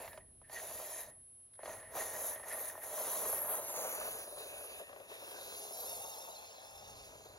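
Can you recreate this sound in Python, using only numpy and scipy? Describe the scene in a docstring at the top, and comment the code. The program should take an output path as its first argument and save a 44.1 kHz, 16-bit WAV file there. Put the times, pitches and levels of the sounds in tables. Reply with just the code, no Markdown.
"""Toy truck on dirt

A small electric toy truck crawls, stops and climbs over dirt a few metres from a stereo camera.
Gear teeth and motor whine follow its speed, slack gears knock, and shaking rings the plastic shell.
Brushes hiss in noise bands, a steering servo hums, and the speed controller sings one thin tone.
Behind it lies the quiet rumble of open woodland; two dry ticks come from the right.
"""
import sys
import numpy as np
from scipy import signal
from scipy.fft import rfft, irfft
from scipy.io import wavfile
from scipy.ndimage import uniform_filter1d, map_coordinates

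SR = 44100
rng = np.random.default_rng(int(sys.argv[2]) if len(sys.argv) > 2 else 0)


def dump_mix(stems):
    """Bounce the given channels to the path in sys.argv[1] as a 16-bit WAV at rate SR."""
    frames = np.atleast_2d(stems).T  # one column per channel
    limited = np.clip(frames, -1, 1)  # hard clip at full scale
    pcm = np.round(limited * 32767).astype(np.int16)
    wavfile.write(sys.argv[1], SR, pcm)


N = 325458
T = np.arange(N) / SR  # time of each sample, s

# All table levels are relative: later mixing gains and wobbles come on top.
# Colour of the woodland air: pitch_hz, level_db
WOODS_COLOUR = [(21, -59), (35, -7), (97, -3), (126, -5), (151, -12), (623, -16), (1280, -26),
                (3090, -26.5), (7140, -32.5), (7830, -59), (9000, -78.5), (11700, -87), (19800, -120)]
WOODS_DB = -73.5
# Distant rumble: time_s, level_db
RUMBLE = [(0.0, -76), (0.18, -74), (1.6, -76.5), (1.66, -70.5), (3.9, -76.5), (4.3, -77), (6.47, -80.5),
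          (6.74, -72), (7.38, -70)]
# Something small ticks off to the right: time_s, strength_db
TICKS = [(1.535, -57.5), (1.5526, -58)]

# Throttle and load: time_s, shell_rattle_db, brush_hiss_db
DRIVE = [(0, -51, -52.5), (.1, -54.5, -47.5), (.55, -54.5, -45), (1.0, -54, -44.5), (1.66, -52, -54),
         (1.99, -43, -38), (2.1, -48.5, -44), (2.29, -46.5, -36), (2.52, -48.5, -43.5), (2.68, -49.5, -41),
         (2.9, -50.5, -42), (2.99, -45.5, -38), (3.21, -44, -34), (3.55, -43.5, -36), (3.8, -43, -39),
         (4.07, -44, -41.5), (4.17, -49, -46), (4.75, -54.5, -53), (5.15, -53.5, -52.5), (5.68, -52, -47.5),
         (5.9, -51.5, -42), (6.15, -54, -48), (6.55, -58, -60.5), (7.04, -58.5, -59), (7.38, -59, -65.5)]
# Speed of the drive: time_s, tooth_mesh_hz (teeth meeting per second)
MESH = [(0, 560), (.6, 730), (1, 800), (1.66, 600), (1.97, 655), (2.2, 790), (2.55, 660), (2.71, 775),
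        (2.88, 735), (2.96, 980), (3, 1060), (3.12, 1000), (3.21, 1230), (3.255, 1000), (3.3, 1150),
        (3.5, 1120), (3.82, 830), (4.08, 850), (4.17, 590), (5.1, 480), (5.55, 680), (5.66, 695),
        (5.8, 815), (5.88, 905), (6.03, 915), (6.12, 935), (6.22, 910), (6.33, 975), (6.39, 875),
        (6.58, 850), (6.9, 915), (7.02, 890), (7.09, 745), (7.38, 540)]
TEETH = 10  # tooth contacts per shaft turn
MESH_WANDER = .007  # the wheels slip and grip: spread as a share of the mesh rate
# Throttle let go: start_s, back_s, shell_drop_db
LET_OFFS = [(0.049, 0.317, 8.5), (1.002, 1.297, 9), (1.721, 1.969, 15), (2.298, 2.485, 10),
            (2.689, 2.841, 7.5), (3.385, 3.494, 2), (3.573, 3.764, 3.5), (4.237, 4.384, 3.5),
            (4.798, 5.101, 5)]
# The truck stands still: halt_s, moving_again_s
STANDS = [(.18, .53), (1.1, 1.65)]
STILL_DB = 35  # drop of the shell rattle at a stand
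COAST_DB_PER_S, PICK_UP_DB_PER_S = 110, 218.5
# the shell rattles on after the motor halts, so it runs down more slowly
HALT_DB_PER_S, RUN_DOWN_DB_PER_S, SET_OFF_DB_PER_S = 399, 187, 351.5
WHIRR_DROP, HISS_DROP = 1.55, 1.54  # dB lost per dB of drop
MESH_DROP_PER_DB = .008  # share of the mesh rate lost per dB of drop
# A wheel catches on a clod and slows the drive: time_s, share_of_mesh_rate_lost
CATCHES = [(3.06, .16), (3.33, .1), (4.11, .08), (5.7, .08), (5.84, .09), (5.98, .09), (6.165, .12),
           (6.27, .09), (6.375, .08), (6.51, .15), (6.96, .06)]
CATCH_S = .022

# Steering servo holds the wheels: start_s, end_s, start_hum_db, end_hum_db
SERVO_HOLDS = [(0, 0.21, -61, -67), (0.443, 1.092, -68, -62.5), (1.601, 1.97, -62, -60.5),
               (1.971, 3.562, -58.5, -62.5), (4.7, 5.3, -68, -68)]
# Servo strains briefly: time_s, hum_db
SERVO_STRAINS = [(.13, -55.5), (.57, -49), (.99, -54.5), (1.73, -52.5), (2.013, -51), (2.09, -56),
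                 (2.156, -52.5), (2.322, -54.5), (2.434, -56.5), (2.526, -48), (2.595, -51), (2.702, -53.5),
                 (2.838, -50), (2.902, -55), (5.14, -56)]
SERVO_HZ = 1870
SERVO_START_DB_PER_S, SERVO_STOP_DB_PER_S, STRAIN_DB_PER_S = 901, 257, 320

# Speed controller tone: time_s, level_db
SWITCHING = [(0, -62), (.5, -62), (1.05, -58), (1.46, -58), (1.5, -66), (1.54, -57), (2.6, -55), (2.8, -63),
             (3.4, -62), (4.65, -54), (4.95, -71), (5.2, -72), (5.32, -63), (5.95, -63), (6.2, -70),
             (7.38, -75)]
SWITCHING_HZ = 10664

# Colour of the brush hiss, lower edge then body: pitch_hz, level_db
HISS_EDGE = [(6900, -40), (7600, -14), (8400, -10)]
HISS_COLOUR = [(9300, -2), (10300, 1), (11800, 1.5), (12800, 0), (14000, -5), (15500, -12), (17000, -0.5)]

# Motor tones: shaft_rate_multiple, climbing_db, over_crest_db
MOTOR_TONES = [(6, -17, -19), (8, -21, -26), (9, -20, -11.5), (10, -15, -21), (12, -23, -21),
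               (14, -28, -21)]
CREST_S = (6.45, 6.6)  # the load eases over the crest of the mound
# Teeth sing more as they mesh faster: mesh_hz, whine_against_grit_db
WHINE_BY_SPEED = [(520, -17), (700, -9), (1000, -5)]
# Driving away bares the gearbox: time_s, gain_db
TAIL_ON = [(5, 0), (5.6, 6), (7, 6), (7.2, -2)]

# Backlash knocks: time_s, strength_db, treble_against_strength_db
KNOCKS = [(0.019, -48, -18), (0.033, -44, -18), (0.045, -41.5, -10), (0.077, -39, -7), (0.131, -40, -9),
          (0.175, -38, -10.5), (0.415, -45, -21), (0.496, -42.5, -9), (0.599, -40.5, -10),
          (0.642, -42, -16), (0.711, -40.5, -17), (0.773, -51, -6), (0.798, -39, -20), (0.823, -40, -19),
          (0.849, -43, -8), (0.959, -51, -10), (1.591, -38, -26), (1.606, -46, -22), (1.632, -35.5, -17),
          (1.657, -34, -11), (1.677, -36, -22), (1.694, -38, -13), (1.734, -47, -12), (1.769, -53, -5),
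          (1.799, -53, -1.5), (1.827, -50, -6), (1.952, -40.5, -6), (1.989, -38, -7), (2.02, -30, -15),
          (2.359, -39, -11), (2.397, -36.5, -18), (2.435, -37.5, -17), (2.753, -34, -30),
          (2.777, -35.5, -19), (4.272, -40, -17), (4.37, -38, -18), (4.428, -51, -17), (4.534, -45, -17),
          (4.608, -40, -22), (4.666, -46, -19), (4.746, -43, -23), (4.797, -34.5, -27), (4.813, -37, -27),
          (4.893, -40, -16), (4.929, -36.5, -13.5), (4.961, -37, -16), (5.001, -40.5, -12),
          (5.033, -50, -20), (5.115, -36, -21), (5.149, -42, -12), (5.221, -41, -18), (5.277, -39.5, -11),
          (5.314, -38, -9), (5.387, -38, -15)]
PUSH_S, CHATTER_S, CHATTER_DB, CRACK_S = 0.00096, 0.011, -2, 0.0062
THUD_HZ = 1700  # a knock reaches the shell without its treble

# Where the truck is, how it faces, and how loud its whirr is against rattle and hiss:
# time_s, left_leads_ms, left_minus_right_db, whirr_against_rattle_and_hiss_db,
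# open_underside_db, cargo_bed_boom_db, bonnet_buzz_db
BEARING = [(0, 0.035, -2, -5.5, -9, -10, 2.5), (1, 0.042, -1, -2.5, -26.5, -9.5, 2.5),
           (2.5, 0.032, -0.5, -10.5, -46, -12, -2), (3.2, 0.047, 0.5, -9.5, -25, -11, -0.5),
           (3.5, 0.072, 1.5, -19.5, 2, -12.5, -6), (3.7, .12, 1.5, -4.5, -24, -11, 0.5),
           (4, 0.21, 2, -12.5, 7, -14, -9), (4.5, 0.22, 3.5, -11, 11.5, -6.5, -18),
           (5.5, 0.25, 4.5, -3, -0.5, -8.5, -4.5), (6, 0.27, 3.5, -4.5, -22, -11.5, -15),
           (6.5, 0.28, 5, -0.5, -2.5, -13.5, -2), (7.38, 0.24, 3, -1, -1.5, -6.5, -3)]
# Ringing modes of the plastic shell: pitch_hz, width_hz, level_db
SHELL_MODES = [(388, 22, -17.5), (604.6, 105.6, 10), (763, 169, 5.5), (990, 196, 1), (1435, 740, -6),
               (249, 136, -16.5)]
# Cargo bed, bonnet and side panel, one mode each: pitch_hz, width_hz
BED_MODE = (415.7, 113)
BONNET_MODE = (642.3, 170)
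FLANK_MODE = (576, 74)
# Side panel ring as the flank turns to the listener: time_s, level_db
FLANK_ON = [(0, -22.5), (3.6, -21), (4.3, 0.5), (5.5, -4.5), (5.9, -16.5), (6.3, -8), (7.38, -24)]

# Ringing modes of the gearbox: pitch_hz, width_hz, level_db
GEARBOX_MODES = [(2750, 400, 0), (3650, 260, 2), (4120, 170, 4), (4550, 300, -5), (5300, 380, 2),
                 (5850, 200, 1), (6350, 400, 2), (7000, 600, -1)]
CAB_MASK_DB, CAB_MASK_HZ = 11, 5700  # from the front the cab hides the lower gearbox modes
# Colour of the gear whirr: pitch_hz, level_db
WHIRR_COLOUR = [(1300, -12), (2200, 5), (2900, -3.5), (3800, 5.5), (4800, 3), (5500, 1.5), (6500, 14),
                (7300, 11), (8000, -22), (8800, -148)]
# Gain of the top of the gear grit: time_s, level_db
WHIRR_TOP = [(0, -22), (1.2, -22), (1.7, 0.5), (3.3, -4.5), (4.4, -6.5), (4.9, -8), (5.5, -7.5),
             (7.38, -12)]
# Axle housings under the truck: pitch_hz, width_hz
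UNDERSIDE_MODES = [(2660, 325), (1560, 254)]

TOP_HZ = 15850  # highest pitch the camera lets through


def undb(db):
    """Turn decibels into gain."""
    return 10 ** (np.asarray(db) / 20)


def unit(x):
    """Scale to an rms level of 1."""
    return x / np.sqrt(np.mean(x ** 2))


def curves(table):
    """Draw each column of a table as a line over time."""
    s, *columns = np.transpose(table)
    return [np.interp(T, s, c) for c in columns]


def colour(x, points):
    """Shape how loud each pitch is, from (Hz, dB) points."""
    hz, db = np.transpose(points)
    f = np.arange(N // 2 + 1) * SR / N + 1
    return irfft(rfft(x) * undb(np.interp(np.log(f), np.log(hz), db)), N)


def ring(x, hz, width):
    """Make one pitch resonate, with gain 1 at its centre."""
    return signal.lfilter(*signal.iirpeak(hz, hz / width, SR), x)


def panel(x, hz, width):
    """A thin panel rings steeply: one resonance used twice."""
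    return ring(ring(x, hz, width), hz, width)


def walk(rate):
    """Wander at random: levels held for 1 / rate s, smoothed twice, rms 1."""
    k = int(SR / rate)
    steps = np.repeat(rng.standard_normal(N // k + 1), k)
    return unit(uniform_filter1d(uniform_filter1d(steps, k), k)[:N])


def ports(x, lead_ms, pan_db):
    """Two spaced microphone ports: time and level differences place a sound left or right."""
    half = lead_ms * SR / 2000  # half the lead, in samples
    at = np.arange(N)
    return np.array([map_coordinates(x, [at + side * half], order=3) * undb(side * pan_db / 2)
                     for side in (1, -1)])


def widen(x, lag_ms=0.1977, turn=1.0):
    """The camera spreads one treble signal over both channels by a fixed lag and phase turn."""
    f = np.arange(N // 2 + 1) * SR / N
    half = np.exp(.5j * (turn - 2 * np.pi * f * lag_ms / 1000))
    return np.array([irfft(rfft(x) * half, N), irfft(rfft(x) / half, N)])


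def woods():
    """Distant rumble and air: both ports share much of the bass but none of the rest."""
    shared, left, right = (unit(colour(rng.standard_normal(N), WOODS_COLOUR)) for _ in range(3))
    low = signal.butter(2, 330, fs=SR, output="sos")
    own = np.array([left, right])
    bass = signal.sosfilt(low, 1.9 * shared + 0.84 * own)
    bass = bass * undb(2.5 * walk(6))  # it comes and goes
    air = own - signal.sosfilt(low, own)
    return undb(curves(RUMBLE)[0]) * bass + undb(WOODS_DB) * air


def ticks():
    """Two short noise bursts ring at middle and high pitch, louder on the right."""
    hit = np.zeros(N)
    for s, strength_db in TICKS:
        hit[int(s * SR)] = undb(strength_db)
    burst = np.exp(-T[:800] / 0.0058) * rng.standard_normal(800)
    tick = signal.fftconvolve(hit, burst)[:N]
    ringing = ring(tick, 1600, 900) + ring(ring(tick, 3400, 1100), 3700, 1100)
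    return ringing * undb([[-6], [8]])


def sink(start, back, db, down, up):
    """Drop in dB: falls from start, stays at most db deep, and is gone again at back."""
    return np.clip(np.minimum(down * (T - start), up * (back - T)), 0, db)


def let_off_db(halt_db_per_s):
    """How far the drive has sunk: it coasts or halts, waits and picks up again."""
    coasting = np.max([sink(*row, COAST_DB_PER_S, PICK_UP_DB_PER_S) for row in LET_OFFS], axis=0)
    return coasting + sum(sink(*row, STILL_DB, halt_db_per_s, SET_OFF_DB_PER_S) for row in STANDS)


def caught():
    """Share of the mesh rate kept as the wheels catch and break free."""
    return 1 - sum(share * np.exp(-((T - s) / CATCH_S) ** 2) for s, share in CATCHES)


def shaft(turns, scatter_db, sharp):
    """Load swells once a shaft turn, every turn by its own amount."""
    size = undb(scatter_db * np.clip(rng.standard_normal(int(turns[-1]) + 1), -2, 1.6))
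    return unit(1 + sharp * size[turns.astype(int)] * np.exp(-(turns % 1) / 2.1))


def servo_db():
    """Servo hum level: it holds between start and end and peaks at each strain."""
    levels = [db - STRAIN_DB_PER_S * np.abs(T - s) for s, db in SERVO_STRAINS]
    for start, end, start_db, end_db in SERVO_HOLDS:
        held = np.interp(T, [start, end], [start_db, end_db])
        before = SERVO_START_DB_PER_S * np.maximum(start - T, 0)
        after = SERVO_STOP_DB_PER_S * np.maximum(T - end, 0)
        levels.append(held - before - after)
    return np.max(levels, axis=0)


def servo():
    """A stalled steering motor gives a rough hum in one wavering resonance."""
    rough = ring(rng.standard_normal(N), 976, 88)
    # the noise band is carried up to the resonance
    shift_hz = SERVO_HZ * (1 + .016 * walk(35)) - 1000
    carrier = np.exp(2j * np.pi * np.cumsum(shift_hz) / SR)
    hum = unit(np.real(signal.hilbert(rough) * carrier))
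    return undb(servo_db() + 2 * walk(39.43)) * hum


def controller_tone(hiss_db):
    """The speed controller sings one sine that trembles more as the motor works harder."""
    load = np.clip((hiss_db + 67.0) / 25, 0, 1)
    level = undb(curves(SWITCHING)[0] + 5 * load * walk(40))
    return np.sqrt(2) * level * np.sin(2 * np.pi * SWITCHING_HZ * T + .8 * load * walk(60))


def brushes(turns):
    """Brush hiss in narrow bands that swell and flicker apart as the truck rocks."""
    bands = sum(undb(1.5 * walk(3) + 3.8 * walk(25)) * ring(rng.standard_normal(N), hz, 280)
                for hz in np.arange(7600, 16000, 400))
    return unit(colour(bands, HISS_EDGE + HISS_COLOUR)) * shaft(turns, scatter_db=4, sharp=.5)


def tone_gain_db(mesh_hz):
    """Gain of hum and motor tones, rising with mesh speed and with the tail gain."""
    return np.interp(mesh_hz, *np.transpose(WHINE_BY_SPEED)) + curves(TAIL_ON)[0]


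def motor(mesh_hz, turns):
    """Tones locked to the shaft swell separately; flutter under load lessens over the crest."""
    flutter = np.interp(T, CREST_S, [1, .4])
    tones = np.zeros(N)
    for k, *db in MOTOR_TONES:
        level = undb(np.interp(T, CREST_S, db) + flutter * (2.5 * walk(9) + 4 * walk(70)))
        tones += level * np.sqrt(2) * np.sin(2 * np.pi * k * turns + flutter * walk(80))
    # the tail gain counts twice for these tones
    return undb(tone_gain_db(mesh_hz) + curves(TAIL_ON)[0]) * tones


def gears(mesh_hz, turns):
    """Uneven tooth contacts give beaded mesh tones that ring the gearbox; grit fills in."""
    tremble = .006 * walk(40) + .009 * walk(110) + .004 * np.sin(2 * np.pi * turns)
    phase = 2 * np.pi * np.cumsum(mesh_hz * (1 + tremble)) / SR
    # no two teeth alike: each multiple is smeared into a narrow band
    multiples = [undb(2 * walk(60)) * (walk(380) * np.sin(k * phase) + walk(380) * np.cos(k * phase))
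                 for k in range(1, 11)]
    tail = curves(TAIL_ON)[0]
    masked_db = CAB_MASK_DB * (1 - tail / tail.max())
    upper = sum(multiples[2:])
    whine = np.zeros(N)
    for k, (hz, width, db) in enumerate(GEARBOX_MODES):
        # neighbouring modes swing opposite ways
        whine += (-1) ** k * undb(db - masked_db * (hz < CAB_MASK_HZ)) * ring(upper, hz, width)
    tone_gain = undb(tone_gain_db(mesh_hz))
    grit = sum(undb(2.5 * walk(4) + 3 * walk(16)) * ring(rng.standard_normal(N), hz, 300)
               for hz in np.arange(1500, 9000, 300))
    # a rough band hums a little under the mesh rate
    hum = walk(450) * np.sin(.91 * phase) + walk(450) * np.cos(.91 * phase)
    hum = hum + undb(-13) * multiples[1]
    hum = tone_gain * undb(-masked_db / 2) * unit(hum)
    # the tooth whine takes the tail gain off again, and slightly more
    teeth = undb(6 - 1.15 * tail) * tone_gain * unit(whine)
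    grit = unit(colour(grit, WHIRR_COLOUR)) * shaft(turns, scatter_db=3, sharp=.4)
    return hum, teeth, grit


def knocks():
    """Slack gears hit: a push, rebound and chatter for the body, and a short crack."""
    push, crack = np.zeros(N), np.zeros(N)
    t = T[:900]
    noises = rng.standard_normal((len(KNOCKS), len(t)))
    for (s, strength_db, treble_db), noise in zip(KNOCKS, noises):
        at = slice(int(s * SR), int(s * SR) + len(t))
        swing = np.sin(2 * np.pi * np.minimum(t / PUSH_S, 1))
        chatter = undb(CHATTER_DB) * np.exp(-t / CHATTER_S) * noise
        push[at] += undb(strength_db - 13.0) * (swing + chatter)
        crack[at] += undb(strength_db + treble_db + 7.0) * np.exp(-t / CRACK_S) * noise
    thud = signal.sosfilt(signal.butter(2, THUD_HZ, fs=SR, output="sos"), push)
    return thud, undb(2) * panel(crack, 1630, 2130)


def shell(x):
    """The plastic shell rings with its modes, neighbours swinging opposite ways."""
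    return sum((-1) ** k * undb(db) * ring(x, hz, width)
               for k, (hz, width, db) in enumerate(SHELL_MODES))


def body(x, shake, panels):
    """Shell and panels ring with x, each scaled by how strongly plain shaking rings it."""
    ringing = shell(x) / np.std(shell(shake))
    return ringing + sum(undb(db) * panel(x, *mode) / np.std(panel(shake, *mode))
                         for db, mode in panels)


def ground_scatter(whirr_db, shell_db):
    """Ground and mound scatter a little unrelated sound into each port."""
    sides = []
    for _ in range(2):
        whirr = undb(whirr_db - 9.5) * unit(colour(rng.standard_normal(N), WHIRR_COLOUR))
        rattle = undb(shell_db - 12) * unit(shell(rng.standard_normal(N)))
        sides.append(whirr + rattle)
    return np.array(sides)


def scene():
    """Shell, servo and gears move across the ports; hiss and controller tone are widened."""
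    (mesh_hz,), (shell_db, hiss_db) = curves(MESH), curves(DRIVE)
    lead_ms, pan_db, whirr_balance_db, under_db, bed_db, bonnet_db = curves(BEARING)

    # letting go of the throttle lowers rattle, whirr, hiss and speed
    drop = let_off_db(HALT_DB_PER_S)
    whirr_db = (shell_db + hiss_db) / 2 + whirr_balance_db - WHIRR_DROP * drop
    shell_db = shell_db - let_off_db(RUN_DOWN_DB_PER_S)
    hiss_db = hiss_db - HISS_DROP * drop
    mesh_hz = mesh_hz * (1 - MESH_DROP_PER_DB * drop) * (1 + MESH_WANDER * walk(24)) * caught()
    turns = np.cumsum(mesh_hz) / SR / TEETH

    hum, teeth, grit = gears(mesh_hz, turns)
    shake = rng.standard_normal(N) * shaft(turns, scatter_db=4, sharp=1.6)
    push, crack = knocks()
    # shaking and knocks ring the same panels, each heard as far as it faces the listener
    panels = [(bed_db, BED_MODE), (bonnet_db, BONNET_MODE), (curves(FLANK_ON)[0], FLANK_MODE)]
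    rattle = body(shake, shake, panels) + undb(-8) * hum + motor(mesh_hz, turns)
    low = undb(shell_db) * rattle + body(push, shake, panels) + crack + servo()

    under = sum(ring(grit, hz, width) for hz, width in UNDERSIDE_MODES)
    grit = grit + (undb(curves(WHIRR_TOP)[0]) - 1) * ring(grit, 6100, 2200)
    whirr = undb(whirr_db - 2.5) * (teeth + grit + undb(under_db) * unit(under))
    scatter = ground_scatter(whirr_db, shell_db)
    high = controller_tone(hiss_db) + undb(hiss_db - 3.0) * brushes(turns)

    # the whirr has its own, slightly different place
    whirr = ports(whirr, .8 * lead_ms - .012, -1.3)
    return ports(low, lead_ms, pan_db) + whirr + scatter + widen(high) + ticks() + woods()


def record(dry):
    """The camera cuts the top with a steep low-pass filter."""
    return signal.sosfilt(signal.ellip(14, .2, 80, TOP_HZ, fs=SR, output="sos"), dry)


dry = scene()
out = record(dry)
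dump_mix(out)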